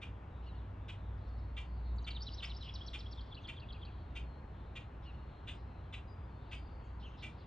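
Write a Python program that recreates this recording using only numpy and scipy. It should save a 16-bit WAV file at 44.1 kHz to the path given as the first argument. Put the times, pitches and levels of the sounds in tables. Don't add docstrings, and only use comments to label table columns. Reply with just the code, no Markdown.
import sys
import numpy as np
from scipy import signal
from scipy.fft import rfft, irfft, next_fast_len
from scipy.io import wavfile
from scipy.ndimage import uniform_filter1d

SR = 44100
rng = np.random.default_rng(int(sys.argv[2]) if len(sys.argv) > 2 else 0)


def generate_wav(signal):
    frames = np.transpose(np.atleast_2d(signal))
    scaled = np.clip(frames, -1, 1) * 32767
    pcm = np.round(scaled).astype(np.int16)
    wavfile.write(sys.argv[1], SR, pcm)


N = 328986
TIME = np.arange(N) / SR


def from_db(db):
    return 10 ** (np.asarray(db) / 20)


def rms_one(x):
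    return x / np.sqrt(np.mean(x ** 2) + 1e-20)


def curve(rows, t, column=1):
    rows = np.array(rows)
    return np.interp(t, rows[:, 0], rows[:, column])


def at_hz(points, hz):
    points = np.array(points)
    return np.interp(np.log(hz + 1e-3), np.log(points[:, 0]), points[:, 1])


def add(track, s, sound):
    start = int(np.clip(round(s * SR), 0, N))
    track[start:start + len(sound)] += sound[:N - start]


def drift(rate_hz, size):
    knots = rng.standard_normal(4096)
    return np.interp(np.arange(size) / SR * 2 * rate_hz, np.arange(len(knots)), knots)


def equalise(x, spectrum):
    hz = np.linspace(0, SR / 2, num=513)
    taps = signal.firwin2(numtaps=255, freq=hz, gain=from_db(at_hz(spectrum, hz)), fs=SR)
    return signal.fftconvolve(x, taps, "same")


def resonate(x, hz, width_hz):
    r = np.exp(-np.pi * width_hz / SR)
    feedback = [1, -2 * r * np.cos(2 * np.pi * hz / SR), r * r]
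    return signal.lfilter(np.array([1, 0, -1]) * (1 - r * r) / 2, feedback, x)


def sine(hz):
    return np.sin(2 * np.pi * np.cumsum(hz) / SR)


# f/Hz, left-right correlation
BED_CORRELATION = [(30, .99997), (70, .9999), (110, .999), (170, .993), (280, .9), (500, .64), (1000, .56),
                   (2000, .6), (4000, .7), (10000, .4)]
# f/Hz, left minus right/dB
BED_PAN = [(130, 0), (290, -2.8), (600, 3.3), (1100, 5.4), (2200, .6), (4000, 0)]
# f/Hz, left lead/rad
BED_LEAD = [(120, 0), (280, .2), (500, .6), (1000, .95), (2000, .6), (3600, .4), (6000, 0)]
def wide_noise(spectrum):
    size = next_fast_len(N)
    hz = np.fft.rfftfreq(size, 1 / SR)
    mid, side = rfft(rng.standard_normal((2, size)))
    alike = at_hz(BED_CORRELATION, hz)
    sides = np.array([[1], [-1]])
    stereo = np.sqrt(1 + alike) * mid + np.sqrt(1 - alike) * side * sides
    phase = np.exp(.5j * sides * at_hz(BED_LEAD, hz))
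    gain = from_db(at_hz(spectrum, hz) + sides * at_hz(BED_PAN, hz) / 2)
    return rms_one(irfft(stereo * phase * gain, size)[:, :N])


# f/Hz, level/dB
RUMBLE_EQ = [(22, -34), (32, -18.5), (42, 3.5), (55, 0.5), (72, 4.5), (98, 3.5), (125, -3), (160, -8),
             (220, -18), (400, -72.5), (1500, -90)]
# f/Hz, level/dB
AIR_EQ = [(120, -0.5), (240, 0.5), (400, -4.5), (600, -7), (930, -6), (1400, -12.5), (2000, -18.5),
          (3000, -25), (4300, -36), (5200, -41), (8000, -49.5), (11000, -65.5), (15000, -54.5)]
def traffic_and_air(traffic_db=-50.5, air_db=-56, swell_db=.4, swell_hz=1.7):
    traffic = from_db(traffic_db - swell_db * drift(swell_hz, N)) * wide_noise(RUMBLE_EQ)
    return traffic + from_db(air_db) * wide_noise(AIR_EQ)


# t/s, level/dB
DRONE_LEVEL = [(0.0, -67), (0.04, -47), (0.31, -63.5), (0.41, -41), (0.95, -54), (1.06, -42.5),
               (1.99, -40.5), (3.2, -47.5), (3.51, -64), (3.57, -38.5), (3.68, -52.5), (4.3, -44.5),
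               (4.36, -68), (4.47, -52.5), (7.4, -51), (7.46, -67)]
def distant_engine(firing_hz=59.4, wander=.0063, octave_db=-21, flutter_db=3, flutter_hz=7, trim_db=-1):
    hz = firing_hz * (1 + wander * drift(2, N))
    level_db = curve(DRONE_LEVEL, TIME) + trim_db + flutter_db * drift(flutter_hz, N)
    return from_db(level_db) * rms_one(sine(hz) + from_db(octave_db) * sine(2 * hz))


def passing_engine(hum_hz=96.9, wander=.006, peak_s=.78, peak_db=-50.5, rise_db_s=13, fade_db_s=7.5):
    since_peak = TIME - peak_s
    level_db = peak_db + np.minimum(rise_db_s * since_peak, -fade_db_s * since_peak)
    hz = hum_hz * (1 + wander * drift(1.4, N))
    return from_db(level_db) * rms_one(sine(hz))


# f/Hz, width/Hz, start level/dB, end level/dB
FORMANTS = [(2365, 150, -2, -0.5), (2753, 280, -1.5, 1.5), (3123, 220, 3, -1.5), (3554, 310, 3, -8.5)]
def throat(snaps, closing, ratio, tilt_db):
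    voice = 0
    for hz, width_hz, start_db, end_db in FORMANTS:
        ring_db = start_db + (end_db - start_db) * closing + tilt_db * np.log2(hz / FORMANTS[0][0])
        ring = from_db(ring_db) * rms_one(resonate(snaps, hz * ratio, width_hz))
        voice = ring - voice
    band = signal.butter(3, [2230, 4100], "band", fs=SR, output="sos")
    return rms_one(signal.sosfilt(band, voice))


def lawn_bounce(x, lag_s=.00252, bounce_db=-9):
    t = TIME[:len(x)]
    return x + from_db(bounce_db) * np.interp(t - lag_s, t, x, left=0)


# t/s, level/dB
CHACK_ENVELOPE = [(0, -19), (.004, -8), (.010, -2.5), (.018, 0), (.026, -1.5), (.031, -7), (.034, -20)]
# f/Hz, level/dB
BREATH_EQ = [(700, -31), (1200, -3), (1500, 3), (1700, -17), (2000, 5.5), (3400, -18), (4300, -9),
             (5300, -17.5), (7000, -16.5), (8700, -23), (10000, -36.5), (13000, -59.5)]
# f/Hz, level/dB
BRANCH_EQ = [(1900, -1), (2350, 2), (2800, -6.5), (3400, 1), (4200, 1), (7500, 8.5)]
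# t/s, level/dB, formant ratio, tilt/(dB per octave), echo send/dB
CHACK_CUES = [ (0.013, -50, 1.04, -13, -13), (0.879, -51.5, 1.06, -8, -14), (1.564, -47.5, 0.99, 0, -10.5),
              (2.064, -46, 0.98, 9, -26), (2.420, -44, 0.975, 5, -26), (2.930, -46, 1.024, 4, -14),
              (3.476, -47.5, 0.997, 0, -18), (4.151, -48.5, 1.05, -13, -16), (4.752, -49, 1.053, -9, -17),
              (5.47, -48, 1.08, -7, -8.5), (5.925, -48.5, 1.09, -12, -14), (6.511, -49, 1.066, -16, -7),
              (7.221, -48, 0.993, -7, -8)]
def blackbird(pulse_hz=(296, 196), snap_db=(10, 20), jitter=.04, drying_db=-6, rasp_db=-9, trim_db=1.56):
    out, t = np.zeros(N), TIME[:4096]
    closing = np.minimum(t / CHACK_ENVELOPE[-1][0], 1)
    effort = from_db(curve(CHACK_ENVELOPE, t)) * (closing < 1)
    effort_rms = np.sqrt(np.mean(effort ** 2))
    rate_hz = np.interp(closing, [0, 1], pulse_hz)
    snap_size = from_db(np.interp(closing, [0, 1], snap_db))
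    for s, level_db, ratio, tilt_db, echo_db in CHACK_CUES:
        cycle = np.cumsum(rate_hz * (1 + jitter * drift(120, len(t)))) / SR % 1
        snaps = snap_size * (np.diff(cycle, prepend=0) < 0) * effort
        puffs = np.exp(-cycle) * rng.standard_normal(len(t)) * effort
        voice = throat(snaps + puffs * from_db(drying_db * closing), closing, ratio, tilt_db)
        rasp = from_db(rasp_db) * rms_one(equalise(puffs, BREATH_EQ))
        call = rms_one(lawn_bounce(voice + rasp)) * from_db(level_db + trim_db) * effort_rms
        add(out, s, call)
        echo = equalise(call, BRANCH_EQ) * from_db(echo_db) / 2
        for lag_s in .022 * rng.uniform(.69, 1.45, size=4):
            add(out, s + lag_s, echo)
    return out


def far_call(length_s, pitches_hz, scatter_hz, buzz_hz=500, skew=1):
    along = np.linspace(0, 1, int(length_s * SR))
    glide_hz = np.interp(along, np.linspace(0, 1, len(pitches_hz)), pitches_hz)
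    envelope = np.sqrt(np.abs(np.sin(np.pi * along ** skew)))
    return envelope * sine(glide_hz + scatter_hz * drift(buzz_hz, len(along)))


def chorus(count=120, range_hz=(2500, 4100), range_s=(.04, .15), range_db=(-78.5, -76.5), glide=.05):
    out = np.zeros(N)
    for when, pitch, length, slope, loud in rng.random((count, 5)):
        start_hz = np.interp(pitch, [0, 1], range_hz)
        end_hz = start_hz * (1 + glide * (2 * slope - 1))
        note = far_call(np.interp(length, [0, 1], range_s), [start_hz, end_hz], scatter_hz=220)
        add(out, when * TIME[-1], from_db(np.interp(loud, [0, 1], range_db)) * note)
    return out


# f/Hz, level against the lower slur/dB
BUZZ_TONES = [(3700, -9.5), (5150, -20)]
# t/s, then the lower slur's length/s, start f/Hz, top f/Hz, end f/Hz, level/dB,
# then upper slur against lower/dB, pitch scatter/Hz, echo send/dB
CHIRP_CUES = [(0.46, 0.04, 2870, 2900, 2720, -62.5, -4.5, 110, -7.5),
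              (2.636, 0.079, 3035, 3185, 2600, -52.5, -13.5, 380, -18.5),
              (5.052, 0.064, 2865, 2925, 2595, -58, -12, 120, -11),
              (7.024, 0.066, 2710, 3290, 2490, -55.5, -19, 169, -11)]
def chirper(upper_s=.066, upper_hz=(4150, 4380, 4120, 3880, 3700), buzz_s=.052, lead_s=.029, echo_s=.085):
    out = np.zeros(N)
    for s, length_s, start_hz, top_hz, end_hz, level_db, upper_db, hoarse_hz, echo_db in CHIRP_CUES:
        lower = far_call(length_s, [start_hz, top_hz, (top_hz + end_hz) / 2, end_hz], hoarse_hz)
        upper = from_db(upper_db) * far_call(upper_s, upper_hz, hoarse_hz)
        buzz = sum(from_db(db) * far_call(buzz_s, [hz, hz], scatter_hz=470) for hz, db in BUZZ_TONES)
        for lag_s, path_db in ((0, 0), (echo_s, echo_db)):
            for start_s, note in ((s - lead_s, buzz), (s, lower), (s, upper)):
                add(out, start_s + lag_s, from_db(level_db + path_db) * note)
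    return out


# t/s, length/s, start f/Hz, end f/Hz, level/dB, blur (0-1)
WHISTLE_CUES = [ (.8, .2, 3500, 3430, -80, .6), (1.05, .2, 3400, 3330, -77.5, .6),
                (1.21, .36, 4330, 4300, -77, .6), (1.56, .3, 4320, 4280, -78.5, .4),
                (1.6, .35, 4680, 4580, -81, 1), (1.845, .06, 4270, 4250, -68.5, .2),
                (3.96, .16, 4300, 4250, -79, .7), (4.24, .18, 4270, 4230, -75, .35),
                (4.48, .55, 4100, 4220, -81, 1), (5.03, .25, 4300, 4230, -79.5, 1),
                (5.22, .26, 4230, 4170, -76.5, .7), (5.55, .55, 4200, 4050, -79.5, 1),
                (6.075, .08, 4900, 4880, -70.5, .15), (6.25, .75, 4280, 4480, -77.5, 1),
                (6.33, .3, 3560, 3520, -77.5, .8), (6.49, .22, 4840, 4790, -72, .22)]
def far_whistles(full_waver_hz=130, full_flutter_db=3):
    out = np.zeros(N)
    for s, length_s, start_hz, end_hz, level_db, blur in WHISTLE_CUES:
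        note = far_call(length_s, [start_hz, end_hz], blur * full_waver_hz, buzz_hz=160, skew=.75)
        flutter = rms_one(from_db(blur * full_flutter_db * drift(25, len(note))))
        add(out, s, from_db(level_db) * flutter * note)
    return out


# t/s, length/s, start f/Hz, end f/Hz, level/dB
RASP_CUES = [(1.175, .025, 4800, 4630, -78.5), (1.271, 0.05, 4970, 4440, -76),
             (1.38, 0.026, 5000, 4700, -76), (1.958, 0.016, 7500, 6300, -78.5),
             (2.022, 0.017, 7300, 5400, -72), (2.609, 0.065, 5120, 4650, -64),
             (2.616, .06, 7900, 7350, -88.5), (2.87, .05, 7400, 7900, -87), (3.128, 0.046, 7500, 7700, -88),
             (3.411, 0.043, 6500, 5800, -80), (5.518, 0.11, 4900, 4600, -78),
             (6.837, 0.049, 6800, 6250, -83), (7.045, 0.072, 6500, 6320, -81.5),
             (7.171, 0.059, 5270, 4800, -70), (7.172, .07, 3820, 3920, -61),
             (7.374, 0.07, 4460, 4180, -69.5)]
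def far_rasps():
    out = np.zeros(N)
    for s, length_s, start_hz, end_hz, level_db in RASP_CUES:
        add(out, s, from_db(level_db) * far_call(length_s, [start_hz, end_hz], scatter_hz=470))
    return out


SYLLABLE_SHAPES = { "tick": [(0, 4630, -14), (.004, 4500, -6), (.014, 3700, -7.5)], "fall": [(0, 4450, -20),
                   (.004, 3870, -23.5), (.008, 4260, -11.5), (.012, 3690, -7), (.016, 4080, -5.5),
                   (.026, 3585, -4), (.037, 2700, -6)], "rise": [(0, 4650, -22), (.004, 4880, -14.5),
                   (.011, 4280, -19), (.019, 5080, -10), (.026, 5380, -10.5), (.032, 5880, -20)],
                   "arch": [(0, 4300, -14), (.004, 5750, -9), (.007, 5050, -8.5), (.011, 5850, -10),
                   (.016, 4850, -2), (.022, 4150, -2), (.028, 3450, -7), (.033, 3350, -16)],
                   "pip": [(0, 3155, -10), (.010, 3450, -5), (.019, 3360, -5)], "warble": [(0, 3580, -11.5),
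                   (.004, 3196, -11), (.008, 3820, -9), (.012, 3190, -8.5), (.016, 3500, -6),
                   (.021, 3230, -1.5), (.029, 3010, -10)], "peak": [(0, 3450, -8), (.003, 4300, -1),
                   (.006, 4850, -5), (.009, 4300, -1), (.014, 3200, -8)], "low": [(0, 2575, 0.5),
                   (.012, 2983, 3), (.028, 2400, 1.5)]}
def syllable(name, ratio, waver=.022, flutter_db=2.6, fade_s=.0022, stretch=.04):
    shape = np.array(SYLLABLE_SHAPES[name]) * [1 + stretch * rng.uniform(-1, 1), 1, 1]
    t = TIME[:int(shape[-1][0] * SR)]
    sweep_hz = ratio * uniform_filter1d(curve(shape, t), size=48)
    hz = sweep_hz * (1 + waver * drift(550, len(t)))
    level_db = curve(shape, t, column=2) + flutter_db * drift(250, len(t))
    gate = np.sin(np.pi / 2 * np.clip(np.minimum(t, t[-1] - t) / fade_s, 0, 1)) ** 2
    return gate * from_db(level_db) * sine(hz)


# first t/s, syllable, repeats, period/s, level/dB, step per repeat/dB, pitch ratio, ratio step per repeat
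TRILL_CUES = [ (1.981, "tick", 3, .062, -51, 4, .985, .015),
              (2.142, "fall", 5, .1152, -44.5, -.8, 1.0, .007),
              (2.204, "rise", 4, .1143, -37.2, -.7, .98, .005),
              (2.683, "pip", 4, .1247, -45, -.7, .98, -.003),
              (2.737, "arch", 4, .1245, -46.5, -1.6, .997, -.008), (3.173, "warble", 1, 0, -49, 0, 1.03, 0),
              (3.206, "peak", 1, 0, -54, 0, .98, 0), (3.310, "warble", 5, .1255, -46, -1.3, 1.03, -.006),
              (3.344, "peak", 5, .1264, -52, -.8, 1.0, 0), (3.366, "low", 5, .1255, -60, -1, 1.01, -.012)]
def wren(trim_db=-.25, uneven_db=2.8):
    out = np.zeros(N)
    for s, name, repeats, period_s, level_db, step_db, ratio, ratio_step in TRILL_CUES:
        for k in range(repeats):
            gain = from_db(trim_db + level_db + k * step_db + uneven_db * rng.uniform(-.91, 1))
            add(out, s + k * period_s, gain * syllable(name, ratio + k * ratio_step))
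    return out


# delay t/s, level/dB
TRUNK_TAPS = [(.034, -18), (.092, -20), (.151, -23)]
def trunk_echoes(x):
    out = np.zeros(N)
    for delay_s, path_db in TRUNK_TAPS:
        add(out, delay_s, from_db(path_db) * x)
    return out


def tree_reverb(x, t60_s, width):
    t = TIME[:SR]
    reflections = rng.standard_normal((2, SR)) * (rng.random(SR) < .1)
    build_up = 1 - np.exp(-t / .026)
    tail = reflections * build_up * from_db(-60 * t / t60_s)
    mid, side = tail / np.sqrt(np.sum(tail[0] ** 2))
    return signal.fftconvolve(x[None], mid + width * side * [[1], [-1]], axes=1)[:, :N]


def from_left(x, lead_s):
    size = next_fast_len(N)
    delay = np.exp(-2j * np.pi * np.fft.rfftfreq(size, 1 / SR) * lead_s)
    return np.array([x[0], irfft(rfft(x[1], size) * delay, size)[:N]])


def scene():
    song, chacks, chirps = wren(), blackbird(), chirper()
    far = far_whistles() + far_rasps() + chorus()
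    own_bush = from_db(-10) * tree_reverb(song, t60_s=.045, width=.2)
    tree_line = from_db(-10.5) * tree_reverb(song, t60_s=1, width=.25)
    song = from_left(song + trunk_echoes(song) + own_bush + tree_line, lead_s=2e-5)
    chacks = from_left(chacks + from_db(-6) * tree_reverb(chacks, t60_s=.16, width=.32), lead_s=3.7e-5)
    chirps = from_left(chirps + from_db(-8.5) * tree_reverb(chirps, t60_s=.94, width=.37), lead_s=3.9e-5)
    far = from_db(-1) * far + from_db(-5.5) * tree_reverb(far, t60_s=.7, width=.3)
    return song + chacks + chirps + far + distant_engine() + passing_engine() + traffic_and_air()


def record(dry):
    return signal.sosfilt(signal.cheby2(12, 70, 15500, fs=SR, output="sos"), dry)


dry = scene()
out = record(dry)
generate_wav(out)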